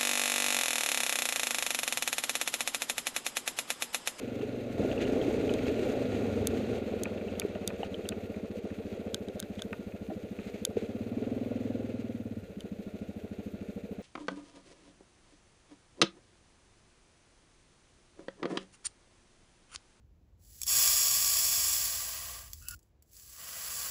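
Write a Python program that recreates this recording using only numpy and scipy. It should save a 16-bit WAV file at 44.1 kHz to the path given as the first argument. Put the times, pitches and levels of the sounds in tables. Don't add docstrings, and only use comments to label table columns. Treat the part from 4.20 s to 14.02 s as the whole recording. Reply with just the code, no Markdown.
import sys
import numpy as np
from scipy import signal
from scipy.fft import rfft, irfft, next_fast_len
from scipy.io import wavfile

SR = 44100
rng = np.random.default_rng(int(sys.argv[2]) if len(sys.argv) > 2 else 0)


def dump_mix(stems):
    frames = np.atleast_2d(stems).T
    limited = np.clip(frames, -1, 1)
    pcm = np.round(limited * 32767).astype(np.int16)
    wavfile.write(sys.argv[1], SR, pcm)


def decibels_to_gain(level_db):
    exponent = np.asarray(level_db, float) / 20
    return 10 ** exponent


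N = 433062

# (frequency [Hz], density [dB per Hz])
SELF_NOISE = [(1000, -20), (4000, -5), (8000, -2), (11500, -0.5), (14800, 0), (15400, -3), (16000, -6)]
SELF_NOISE_DB = -74
STEADY_TOP_HZ = 15330
FLICKER_FROM_HZ, FLICKER_DB = 12800, 5

# (frequency [Hz], width [Hz], level [dB])
WHINES = [
    (1415, 40, -72),
    (11988, 10, -94),
]
# (frequency [Hz], density [dB per Hz])
HISS_SPECTRUM = [(2650, -41), (4500, -2.5), (4740, -2.5), (5250, -9), (6570, -1), (7900, -8.5),
                 (8800, -8.5), (10100, -16.5), (13300, -13.5), (15300, -23)]
# (frequency [Hz], density [dB per Hz])
GRAVEL_SPECTRUM = [(530, 8), (900, -9), (1030, -15), (1250, -5.5), (1440, -2.5), (1610, -2), (2530, 2.5),
                   (2770, 0.5), (2980, -5), (3200, -4), (4080, -5.5), (5200, -22), (6760, -23),
                   (11400, -120)]
# (frequency [Hz], density [dB per Hz])
RUMBLE_SPECTRUM = [(200, -28), (270, -3.5), (320, -6.5), (400, -0.5), (460, 1), (510, -4), (600, -5.5),
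                   (780, -17), (980, -30.5), (1100, -27.5), (1430, -32), (2400, -110)]
# (frequency [Hz], density [dB per Hz])
LUMP_SPECTRUM = [(15, -38), (30, -22), (60, -1.5), (100, -1.5), (150, -8.5), (200, -0.5), (280, -5.5),
                 (340, -21), (450, -45), (900, -90)]
# (time [s], frame rumble level [dB])
ROUGHNESS = [(.578, -37.5), (.582, -31), (.77, -33.5), (1.0, -32.5), (1.67, -32.5), (2.58, -35),
             (2.59, -37.5), (2.79, -38), (3.76, -40.5), (4.36, -43), (4.82, -41.5), (5.51, -46.5),
             (6.44, -45), (7.18, -41.5), (7.64, -42.5), (8.24, -51.5), (8.45, -49), (9.82, -47.5)]
# (rumble [dB], gravel [dB], hiss [dB], tyre lumps [dB])
STIRRED = [(-51, -62, -75.5, -59), (-43, -57.5, -72.5, -58), (-37, -51, -68, -50.5),
           (-35, -50, -65.5, -47.5), (-32, -47, -61.5, -41)]
# (time [s], rise over the gravel [dB], swell [s])
SCUFFS = [(.22, 2.5, 0.012), (.80, 10, 0.017), (1.33, 4, 0.0052), (1.46, 5.5, 0.015), (1.64, 2, .012),
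          (2.36, 3.5, 0.02), (3.63, 6, 0.015), (5.24, 2, 0.0069), (5.38, 6.5, .01), (6.17, 4.5, 0.063),
          (6.33, 5, 0.027), (6.56, 7, 0.031)]

# (time [s], peak level [dB], frequency [Hz])
KNOCKS = [(.23, -20.5, 415), (.601, -18, 458), (.656, -27, 347), (.816, -16, 377), (1.0, -24, 365),
          (1.08, -21, 337), (1.5, -15, 410), (2.361, -18, 427), (2.737, -24, 430), (3.248, -33, 310),
          (3.249, -14.5, 408), (3.357, -16, 624), (3.631, -21.5, 760), (3.921, -28, 440), (4.356, -25, 487),
          (4.716, -30, 396), (4.772, -26.5, 504), (5.412, -27, 636), (5.506, -27.5, 470), (5.899, -31, 303),
          (5.901, -32.5, 730), (5.911, -25, 317), (5.915, -31, 626), (5.919, -27, 430), (6.474, -30, 460),
          (6.569, -13, 450), (6.621, -26, 448), (7.021, -21.5, 456), (7.315, -29, 584), (9.689, -36, 466)]
# (peak level [dB], cycles to fall 60 dB [count])
KNOCK_CYCLES = [(-31.5, 26.5), (-14.5, 13)]
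# (time [s], peak level [dB], frequency [Hz], share passed to the panels [dB])
TICKS = [(.2129, -40.5, 2750, -8), (.5811, -46, 1920, -4), (.7146, -32.5, 2770, -19),
         (.778, -34, 2600, -17), (0.813, -38, 2830, -23), (0.8523, -33, 2800, -21), (1.015, -34, 3220, -24),
         (1.294, -26, 2580, -18), (1.4571, -38, 3200, -19), (2.8554, -26.5, 2420, -14),
         (2.98, -41, 2670, -19), (3.0111, -39.5, 2410, -13), (3.0839, -39.5, 2660, -20),
         (3.1527, -45, 2760, -14), (3.218, -27.5, 2440, -15.5), (3.3515, -40.5, 2840, -6),
         (3.503, -36, 2440, -7.5), (3.6315, -28, 2930, -18), (3.7437, -30, 3100, -28),
         (3.8557, -40, 2700, -18), (3.922, -33, 2540, -10.5), (4.142, -40, 2430, -15),
         (4.5036, -46, 2240, -6), (5.393, -34, 3390, -18), (5.529, -29, 2560, -8.5),
         (5.7217, -47, 2520, -12), (5.905, -56, 2140, 1), (6.1888, -41, 2460, -9), (6.341, -42, 2200, -21),
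         (8.4058, -39.5, 3070, -18)]
# (peak level [dB], t60 [s])
TICK_T60 = [(-46, .022), (-25, 0.014)]
# (frequency [Hz], level [dB], t60 [s])
PANEL_MODES = [(916, -4, 0.054), (1253, -3.5, 0.046), (1455, 0, 0.05), (1850, 2, 0.028)]
# (time [s], peak level [dB], brightness [dB per octave], gap between the two slips [ms])
SNAPS = [(1.3378, -22, -5, 0.97), (2.2706, -10.5, 6.5, 0.93), (2.5844, -44, 4, .95),
         (2.834, -19.5, 6.5, 0.93), (3.1969, -13.5, 4, 0.89), (3.4755, -12.5, 5, 0.86),
         (3.8887, -15, 2.5, 0.87), (4.9438, -11, -2.5, 0.95), (5.0843, -33.5, -10.5, 1),
         (5.1943, -30, -5, 0.75), (5.2, -17, 5.5, .95), (5.226, -28.5, -10, 0.97), (5.3527, -42, -5, .9),
         (5.3943, -39, -3, .9), (5.4198, -20, -5.5, 0.92), (5.529, -38, -0.3, 0.98),
         (6.4502, -7.5, 3, 0.91), (8.4053, -31.5, 0.5, 0.83)]
# (frequency [Hz], level [dB], t60 [s])
HOUSING_MODES = [(1556, -15.5, 0.037), (3050, -22.5, 0.026), (3605, 3, 0.008), (3910, 0.5, 0.0054),
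                 (4780, -7, 0.011), (5480, -8.5, 0.0054), (6510, 1, 0.0044), (7750, -5, 0.0058),
                 (8370, -1.5, 0.0034), (10050, -6.5, 0.0049), (10900, -9, 0.0064), (12000, -8, 0.002),
                 (13400, -13, 0.0028), (15000, -22, .005)]

# (share of ring pitch [ratio], level [dB])
PIPE_MODES = [
    (.24, -19.5),
    (1.0, 2.5),
    (2.05, -16),
]
# (swell [ring cycles], sharpness [power], pipe-end return [ring cycles], return level [dB])
THUMP_SHAPE = [
    (1.46, 3.0, 2.27, -3.4),
    (2.1, 1.45, 2.43, -7.2),
]
IDLE_PER_S, REVVED_PER_S = 14, 21
# (thump peak [dB], ring [Hz], boom peak [dB], boom [Hz], boom swell [ms])
STEADY_THUMP = (-34, 255, -43.5, 121.5, 16.5)
STEADY_FIRST_S, STEADY_PER_S, STEADY_FIRINGS = 0.039, 23.55, 60
STEADY_FADE_DB_PER_S, STEADY_BOOM_FADE_DB_PER_S = -0.7, -0.1
# (time [s], firing rate [per s])
SPEED = [(.619, 29.41), (1.52, 28.4), (2.41, 21.94), (3.12, 18.87), (3.16, 17.01), (3.92, 15.91),
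         (4.28, 14.31), (5.01, 14.09), (5.21, 13.2), (5.47, 13.87), (6.41, 12.97), (7.07, 20.67),
         (7.6, 21.05), (8.18, 17.31), (8.24, 14.52), (8.45, 13.51), (9.59, 13.28), (9.82, 14.04)]
# (time [s], thump peak [dB], coasting [0-1])
THROTTLE = [(.58, -33.5, .2), (1.0, -30.5, 0), (1.5, -33, .8), (1.85, -32.5, 1), (2.2, -30, 0.95),
            (3.05, -34.5, 0.8), (3.8, -37.5, .8), (3.9, -34.5, 0.2), (4.2, -33.5, 0.14), (5.8, -34, 0.18),
            (6.7, -32.5, 0), (7.0, -27.5, 0), (7.5, -29, 0.12), (8.19, -32, 0.03), (8.22, -41, 0.9),
            (8.31, -43, 0.9), (8.36, -33.5, .4), (9.0, -34, 0.07), (9.82, -33, 0.37)]
# (firing rate [per s], pipe ring [Hz], boom peak [dB], boom [Hz], boom swell [ms])
PULLING = [(13.46, 228.6, -41.5, 94, 11.3), (19.97, 253.2, -43, 113, 19.5), (25.5, 266, -37, 120, 18.6),
           (27, 282, -55, 126, 11)]
# (pipe ring [Hz], boom peak [dB], boom [Hz], boom swell [ms])
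COASTING = (-29.5, -1, -21.5, -3)


def rms_one(x):
    return x / np.sqrt(np.mean(x ** 2) + 1e-20)


def by_law(x, rows):
    key, *columns = np.transpose(rows)
    return [np.interp(x, key, column) for column in columns]


def in_time(rows):
    return by_law(np.arange(N) / SR, rows)


def add(out, starts, grains):
    at = np.round(starts * SR).astype(int)[:, None] + np.arange(grains.shape[1])
    inside = (at >= 0) & (at < N)
    np.add.at(out, at[inside], grains[inside])


def swell(t, peak_s, order):
    u = np.maximum(t, 0) / peak_s
    return (u * np.exp(1 - u)) ** order


def drift(rate):
    step = 40
    r = np.exp(-2 * np.pi * rate * step / SR)
    noise = rng.standard_normal(N // step + 2002)
    slow = signal.lfilter([1], [1, -2 * r, r * r], noise)[2000:]
    return np.interp(np.arange(N) / step, np.arange(len(slow)), rms_one(slow))


def coloured(x, spectrum):
    hz, level_db = np.transpose(spectrum)
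    size = next_fast_len(N)
    log_hz = np.log(np.arange(size // 2 + 1) * SR / size + 1)
    gain = decibels_to_gain(np.interp(log_hz, np.log(hz), level_db))
    return rms_one(irfft(rfft(x, size) * gain, size)[:N])


def grit(per_s, spread_db, share):
    sizes = decibels_to_gain(spread_db * np.minimum(rng.exponential(1, N), 5)) * rng.choice([-1, 1], N)
    grains = rms_one(sizes * (rng.random(N) < per_s / SR))
    return np.sqrt(1 - share) * rng.standard_normal(N) + np.sqrt(share) * grains


def shake(fired, lead_s, peak_s):
    out = np.zeros(N)
    shape = swell(np.arange(3000) / SR, peak_s, order=2)
    add(out, fired - lead_s, decibels_to_gain(2.5 * rng.standard_normal((len(fired), 1))) * shape)
    return out


def self_noise():
    return coloured(rng.standard_normal(N), SELF_NOISE) * decibels_to_gain(SELF_NOISE_DB + 2.2 * drift(15))


def whine():
    out = 0
    for hz, width_hz, level_db in WHINES:
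        r = np.exp(-np.pi * width_hz / SR)
        poles = [1, -2 * r * np.cos(2 * np.pi * hz / SR), r * r]
        ring = signal.lfilter([1, 0, -1], poles, rng.standard_normal(N))
        out = out + decibels_to_gain(level_db) * rms_one(ring)
    return out


def scuffs():
    s, rise_db, swell_s = np.array(SCUFFS).T[:, :, None]
    out = np.ones(N)
    add(out, s[:, 0], (decibels_to_gain(rise_db) - 1) * swell(np.arange(6000) / SR, swell_s, order=2))
    return out


def hiss(hiss_db, crunch):
    grains = grit(400, 4.0, 0.08)
    return coloured(grains, HISS_SPECTRUM) * decibels_to_gain(hiss_db + 1.5 + 2.04 * crunch) * scuffs()


def gravel(gravel_db, crunch, fired):
    stones_rub = coloured(grit(400, 4.5, 0.12), GRAVEL_SPECTRUM) * decibels_to_gain(gravel_db + 1.2 * crunch) * scuffs()
    ringing = whine() * decibels_to_gain(gravel_db + 59)
    return (stones_rub + ringing) * (1.177 + 0.3 * shake(fired, 0.006, 0.015))


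def tyre_lumps(lumps_db):
    return coloured(rng.standard_normal(N), LUMP_SPECTRUM) * decibels_to_gain(lumps_db + 2.5 * drift(12))


def rumble(rumble_db, fired):
    quiet = decibels_to_gain(-0.5 * (rumble_db + 47))
    ride = coloured(grit(300, 2.54, 0.23), RUMBLE_SPECTRUM) * decibels_to_gain(rumble_db + 0.92 * drift(33))
    return ride * (0.72 + 0.72 * quiet * shake(fired, 0.008, 0.014))


def struck(s, level_db, hz, t60, rise_s, spread):
    t, out = np.arange(2500) / SR, np.zeros(N)
    luck = rng.standard_normal((len(s), 6))
    tone = np.sin(2 * np.pi * hz * t)
    for k in range(3):
        share = 0.45 * np.tanh(2 * luck[:, k, None])
        mode_hz = hz * np.exp(spread * np.tanh(luck[:, 3 + k, None]))
        tone = tone + share * np.sin(2 * np.pi * mode_hz * t)
    decay = decibels_to_gain(level_db - 60 * t / np.clip(t60, 0.004, 0.1))
    add(out, s[:, 0], decay * (1 - np.exp(-t / rise_s)) * tone)
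    return out


def knocks():
    s, level_db, hz = np.array(KNOCKS).T[:, :, None]
    cycles, = by_law(level_db, KNOCK_CYCLES)
    return struck(s, level_db, hz, cycles / hz, rise_s=0.0023, spread=0.13)


def stone_ticks():
    s, level_db, hz, body_db = np.array(TICKS).T[:, :, None]
    t60, = by_law(level_db, TICK_T60)
    out = struck(s, level_db, hz, t60, rise_s=0.00029, spread=0.17)
    for panel_hz, panel_db, panel_t60 in PANEL_MODES:
        panel_level_db = level_db + body_db + panel_db
        out = out + struck(s, panel_level_db, panel_hz, panel_t60, rise_s=0.00084, spread=0.11)
    return out


def mount_snaps():
    s, level_db, bright_db, gap_ms = np.array(SNAPS).T[:, :, None]
    t, out = np.arange(1500) / SR, np.zeros(N)
    luck, grains = rng.standard_normal((len(s), len(HOUSING_MODES))), 0
    for k, (hz, mode_db, t60) in enumerate(HOUSING_MODES):
        tilt_db = bright_db * np.log2(hz / 5000)
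        for lag, lag_db in (0, 1), (gap_ms / 1000, -4.9):
            decay = (t >= lag) * decibels_to_gain(-60 * np.maximum(t - lag, 0) / t60)
            ring = decay * np.sin(2 * np.pi * hz * (t - lag))
            ring_db = mode_db + lag_db + tilt_db + 1.3 * luck[:, k, None]
            grains = grains + (-1) ** k * decibels_to_gain(ring_db) * ring
    add(out, s[:, 0] + 0.0007, decibels_to_gain(level_db - 12) * grains)
    return signal.sosfilt(signal.butter(4, 1300, "high", fs=SR, output="sos"), out)


def thumps(troughs, tone, uneven_db):
    level_db, hz, boom_db, boom_hz, boom_ms = np.array(tone)[:, :, None]
    luck = uneven_db * rng.standard_normal((len(troughs), 4))
    per_s = 1 / np.gradient(troughs)[:, None]
    shape = [np.interp(per_s, [IDLE_PER_S, REVVED_PER_S], column) for column in np.transpose(THUMP_SHAPE)]
    cycles, sharp, back, back_db = shape
    boom_order = 6 * (11 / boom_ms) ** 2
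    lead, step = 900, 4
    t, grains = np.arange(-lead, 3500, step)[None] / SR, 0
    for lag, lag_db, boom_lag_db in (0, 0, 0), (back / hz, back_db, 1.6 * back_db + 7.7):
        since = t - lag + 1.67 / boom_hz
        puff = swell(since, boom_ms / 1000, boom_order) * np.sin(2 * np.pi * boom_hz * since)
        grains = grains + decibels_to_gain(boom_db + boom_lag_db + luck[:, :1]) * puff
        since = t - lag + 9 / 4 / hz
        for k, (share, mode_db) in enumerate(PIPE_MODES):
            puff = -swell(since, cycles / hz, sharp) * np.sin(2 * np.pi * share * hz * since)
            grains = grains + decibels_to_gain(level_db + mode_db + lag_db + luck[:, k + 1, None]) * puff
    out = np.zeros(N)
    add(out, troughs - lead / SR, signal.resample_poly(grains, step, 1, axis=1))
    return out


def steady_thumps():
    fired = STEADY_FIRST_S + np.arange(STEADY_FIRINGS) / STEADY_PER_S
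    level_db, hz, boom_db, boom_hz, boom_ms = np.multiply.outer(STEADY_THUMP, np.ones_like(fired))
    level_db = level_db - STEADY_FADE_DB_PER_S * fired
    boom_db = boom_db - STEADY_BOOM_FADE_DB_PER_S * fired
    return thumps(fired, [level_db, hz, boom_db, boom_hz, boom_ms], uneven_db=1.3)


def firing_times():
    t = np.arange(SPEED[0][0], N / SR, 0.001)
    turns = np.cumsum(by_law(t, SPEED)[0]) * 0.001
    return np.interp(np.arange(int(turns[-1]) + 1), turns - turns[0], t)


def quad_engine(fired):
    level_db, coasting = by_law(fired, THROTTLE)
    pulling = by_law(by_law(fired, SPEED)[0], PULLING)
    tone = [value + coasting * change for value, change in zip(pulling, COASTING)]
    return thumps(fired, [level_db] + tone, uneven_db=0.9)


def scene():
    fired = firing_times()
    rumble_db, = in_time(ROUGHNESS)
    gravel_db, hiss_db, lumps_db = by_law(rumble_db, STIRRED)
    crunch = drift(38)
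    steady = self_noise() + hiss(hiss_db, crunch) + gravel(gravel_db, crunch, fired)
    steady = signal.sosfilt(signal.ellip(10, 0.5, 60, STEADY_TOP_HZ, fs=SR, output="sos"), steady)
    ride = steady + tyre_lumps(lumps_db) + rumble(rumble_db, fired)
    jolts = knocks() + stone_ticks() + mount_snaps()
    return (ride + jolts + steady_thumps() + quad_engine(fired))[None]


def band_limit(x):
    return signal.sosfilt(signal.butter(12, 16510, fs=SR, output="sos"), x)


def record(dry):
    top = signal.sosfiltfilt(signal.butter(4, FLICKER_FROM_HZ, "high", fs=SR, output="sos"), dry)
    flicker_db = np.minimum(FLICKER_DB * (drift(14) + 0.6), 1.5)
    flickering = dry + top * (decibels_to_gain(flicker_db) - 1)
    mix = signal.sosfilt(signal.butter(1, 25, "high", fs=SR, output="sos"), flickering)
    return band_limit(mix)


dry = scene()
out = record(dry)
dump_mix(out)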